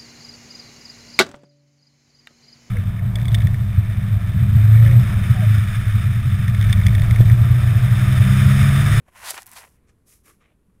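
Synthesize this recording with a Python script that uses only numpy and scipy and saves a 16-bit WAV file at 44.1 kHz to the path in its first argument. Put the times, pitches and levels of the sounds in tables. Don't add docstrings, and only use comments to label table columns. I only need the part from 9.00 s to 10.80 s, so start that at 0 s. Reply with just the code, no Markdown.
import sys
import numpy as np
from scipy import signal
from scipy.fft import rfft, irfft
from scipy.io import wavfile
from scipy.ndimage import uniform_filter1d

SR = 44100
rng = np.random.default_rng(int(sys.argv[2]) if len(sys.argv) > 2 else 0)


def inscribe(sig):
    pcm = np.round(np.clip(np.atleast_2d(sig).T, -1, 1) * 32767)
    wavfile.write(sys.argv[1], SR, pcm.astype(np.int16))


N = 79380
T = np.arange(N) / SR
HZ = np.maximum(np.fft.rfftfreq(N, 1 / SR), 1)

# f/Hz, level/dB
LIGHT_HISS_COLOUR = [(1500, -23.5), (3300, -11), (4700, -8), (5400, -3), (8000, -3), (11000, 2),
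                     (13000, -4.5), (15500, -10.5)]

SCUFF_SLIPS_PER_S, SCUFF_SPREAD_DB = 2400, 3
HAIR_SLIPS_PER_S = 14000


def undb(db):
    return 10 ** (np.asarray(db) / 20)


def unit(x):
    return x / np.sqrt(np.mean(x ** 2))


def curve(rows):
    s, db = np.array(rows).T
    return undb(np.interp(T, s, db, right=-120))


def colour(x, points, rings=()):
    hz, db = np.array(points).T
    gain = undb(np.interp(np.log(HZ), np.log(hz), db))
    lift = 1
    for centre_hz, width_hz, ring_db in rings:
        lift = lift + undb(ring_db) / (1 + 2j * (HZ - centre_hz) / width_hz)
    return unit(irfft(rfft(x) * gain * lift, N))


def walk(rate):
    k = max(int(SR / rate), 1)
    steps = rng.standard_normal(N)[np.arange(N) // k]
    once = uniform_filter1d(steps, k)
    return unit(uniform_filter1d(once, k))


def slips(rate, spread_db):
    grip_steps_per_s, grip_db = 127.9, 0.95
    hit = rng.random(N) < rate / SR
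    size = undb(spread_db * np.clip(rng.standard_normal(N), -2, 2))
    sign = np.sign(rng.standard_normal(N))
    grip = undb(grip_db * walk(grip_steps_per_s))
    return hit * size * sign * grip


def outdoors():
    # f/Hz, relative density/dB per Hz
    outdoor_colour = [(15, -3), (30, -5), (55, 2), (85, -2), (130, -5.5), (200, -8), (300, -12),
                      (450, -16.5), (700, -27.5), (1050, -26.5), (1800, -32.5), (3000, -38.5), (5000, -43),
                      (7500, -41), (10500, -36), (13000, -41.5), (16000, -52.5)]
    level_db = -61 + 0.41 * walk(7.9)
    return colour(rng.standard_normal(N), outdoor_colour) * undb(level_db)


def bumps():
    # start t/s, envelope peak/dB, f/Hz
    bump_list = [(0.221, -51.5, 86.1), (0.842, -61.5, 250), (1.361, -56, 191), (1.682, -53.5, 189)]
    rise_s = .007
    out = np.zeros(N)
    for s, db, hz in bump_list:
        age = np.maximum(T - s, 0)
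        envelope = age / rise_s * np.exp(1 - age / rise_s)
        out += undb(db) * envelope * np.sin(2 * np.pi * hz * age)
    return out


def drags():
    # centre t/s, half length to 1/e/s, level/dB, centre f/Hz
    drag_list = [(0.006, 0.0065, -62, 464), (0.086, 0.0047, -53, 730), (0.249, 0.014, -51.5, 515),
                 (0.313, 0.0082, -45.5, 635), (0.34, 0.008, -52.5, 430), (0.379, .009, -50, 398),
                 (0.588, 0.024, -58.5, 540), (0.645, .006, -53, 584), (0.675, 0.0092, -62, 500),
                 (0.897, .012, -71, 504), (1.072, 0.024, -69.5, 425), (1.29, 0.059, -65, 340),
                 (1.52, 0.02, -70, 620)]
    log_width = 0.36
    out, source = np.zeros(N), rfft(slips(SCUFF_SLIPS_PER_S, spread_db=0.5))
    for s, half, db, hz in drag_list:
        band = np.exp(-(np.log(HZ / hz) / log_width) ** 2)
        scrape = unit(irfft(source * band, N))
        out += undb(db) * scrape * np.exp(-((T - s) / half) ** 2)
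    return out


def light_strokes():
    # start t/s, attack/s, hold/s, decay to 1/e/s, scuff level/dB, hiss level/dB,
    # scuff focus f/Hz, hiss low-pass corner f/Hz
    stroke_list = [(0.795, 0.02, 0.041, .02, -77.5, -95.5, 1897, 8000),
                   (0.863, 0.031, 0.0028, 0.015, -68, -63, 2000, 8040),
                   (1.052, 0.042, 0.044, .038, -69, -55.5, 2170, 17000),
                   (1.116, 0.0098, .004, 0.0044, -69, -69, 2250, 10000),
                   (1.232, 0.028, 0.037, 0.036, -63.5, -57.5, 2320, 16000),
                   (1.257, 0.017, 0.035, 0.013, -62, -78, 1410, 9000),
                   (1.399, .024, 0.0026, .007, -65, -73, 1310, 8000),
                   (1.383, .055, 0.023, .026, -63.5, -77, 2400, 8900),
                   (1.474, 0.027, 0.024, 0.012, -73.5, -94, 2800, 9000),
                   (1.694, .006, 0.0018, .005, -74.5, -87, 1500, 11000),
                   (1.742, 0.0044, .006, 0.0057, -79, -83, 1500, 12060)]
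    # f/Hz, level/dB
    light_scuff_colour = [(200, -12), (450, 4), (900, -8), (1130, 3), (1450, -5.5), (2250, -4.5),
                          (3250, -12), (3750, -11.5), (7000, -40)]
    focus_width_oct, focus_db = 0.65, 8.5
    source = rfft(slips(SCUFF_SLIPS_PER_S, SCUFF_SPREAD_DB))
    hairs = rfft(colour(slips(HAIR_SLIPS_PER_S, spread_db=6), LIGHT_HISS_COLOUR))
    out = np.zeros(N)
    for start, attack, hold, decay, scuff_db, hiss_db, hz, top_hz in stroke_list:
        focus = undb(focus_db * np.exp(-(np.log2(HZ / hz) / focus_width_oct) ** 2))
        scuff = colour(irfft(source * focus, N), light_scuff_colour)
        hiss = irfft(hairs / np.sqrt(1 + (HZ / top_hz) ** 10), N)
        rise = np.clip((T - start) / attack, 0, 1) ** 1.2
        fade = np.exp(-np.maximum(T - start - attack - hold, 0) / decay)
        out += rise * fade * (undb(scuff_db) * scuff + undb(hiss_db) * hiss)
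    return out


def hair_ticks():
    # t/s, peak before the common lift/dB, centre f/Hz
    tick_list = [ (0.3056, -17, 10500), (0.3064, -15, 9500), (0.3073, -20, 10500), (0.3084, -9.3, 9500),
                 (0.3784, -24.5, 4500), (0.4209, -25.5, 8600), (0.4310, -31, 6600), (0.4606, -31, 11400),
                 (0.4647, -35, 11500), (0.4660, -33, 11500), (0.4674, -24, 11900), (0.47, -49, 11500),
                 (0.476, -30, 12100), (0.4936, -33, 12000), (0.5028, -42, 12000), (0.5162, -25.5, 10800),
                 (0.5345, -28, 10300)]
    decay_s, lift_db = .00007, 2
    out = np.zeros(N)
    for s, db, hz in tick_list:
        age = np.maximum(np.arange(N) - int(s * SR), 0) / SR
        click = np.exp(-age / decay_s) * np.sin(2 * np.pi * hz * age)
        edge = np.gradient(click)
        out += undb(db + lift_db) * edge / np.abs(edge).max()
    return out


def firm_rub():
    # t/s, level/dB
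    scuff_pushes = [
        [(0.0, -74), (0.01, -77.5), (0.05, -80), (0.086, -58.5), (0.108, -71.5), (0.154, -54.5), (0.16, -47),
         (0.22, -47), (0.23, -41), (0.308, -36), (0.334, -51.5), (0.346, -38), (0.36, -47), (0.38, -33),
         (0.412, -56.5), (0.422, -50.5), (0.45, -63)],
        [(0.45, -69), (0.46, -58), (0.486, -53), (0.5, -61), (0.532, -49), (0.55, -58.5), (0.568, -39.5),
         (0.602, -49), (0.652, -52), (0.664, -65), (0.676, -60), (0.686, -73.5), (0.784, -72), (0.8, -79)],
    ]
    # t/s, level/dB
    hiss_points = [(0.04, -90), (0.085, -68), (0.105, -75), (0.14, -63), (0.168, -53), (0.218, -51.5),
                   (0.25, -39), (0.29, -32), (0.306, -30.5), (0.319, -37), (0.325, -47), (0.345, -42.5),
                   (0.364, -48.5), (0.382, -45), (0.41, -52.5), (0.436, -57.5), (0.452, -70), (0.475, -55),
                   (0.51, -55.5), (0.53, -49.5), (0.555, -50), (0.572, -39.5), (0.605, -50.5), (0.69, -63),
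                   (0.76, -72), (0.8, -91.5)]
    # f/Hz, level/dB
    firm_scuff_colour = [(200, -40), (430, -18), (540, -10.5), (660, -4.5), (1000, -0.5), (1300, -4),
                         (1900, -2.5), (2800, -6), (3600, -16), (6000, -33.5)]
    # centre f/Hz, width/Hz, added ring relative to the colour/dB
    scuff_resonances = [(754, 40, -3.5), (1020, 60, -5), (1465, 76, -6), (1850, 200, -11)]
    # f/Hz, level/dB
    pressed_hiss_colour = [(900, -20.5), (2200, -13), (3300, 2), (4400, 3), (5500, 0.5), (8000, 0),
                           (10700, -1), (12500, -3.5), (15500, -12.5)]
    # centre f/Hz, width/Hz, added ring relative to the colour/dB
    hair_resonances = [(7450, 200, -11.5), (8500, 200, -6), (10050, 250, 0), (11300, 200, -4)]
    firm_hiss_db, firm_range_db = -50.5, 4.5

    scuff = colour(slips(SCUFF_SLIPS_PER_S, SCUFF_SPREAD_DB), firm_scuff_colour, scuff_resonances)
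    hairs = slips(HAIR_SLIPS_PER_S, spread_db=7.5)
    hiss_level = curve(hiss_points)
    pressed = 1 / (1 + np.exp((firm_hiss_db - 20 * np.log10(hiss_level)) / firm_range_db))
    pressed_hiss = colour(hairs, pressed_hiss_colour, hair_resonances)
    light_hiss = colour(hairs, LIGHT_HISS_COLOUR)
    hiss = pressed * pressed_hiss + (1 - pressed) * light_hiss
    return scuff * curve(np.vstack(scuff_pushes)) + hiss * hiss_level


def scene():
    background = outdoors() + bumps()
    fur = drags() + light_strokes() + hair_ticks() + firm_rub()
    return (background + fur)[None]


def record(dry):
    top_hz = 15750
    low_pass = signal.ellip(10, .2, 80, top_hz, fs=SR, output="sos")
    return signal.sosfilt(low_pass, dry)


dry = scene()
out = record(dry)
inscribe(out)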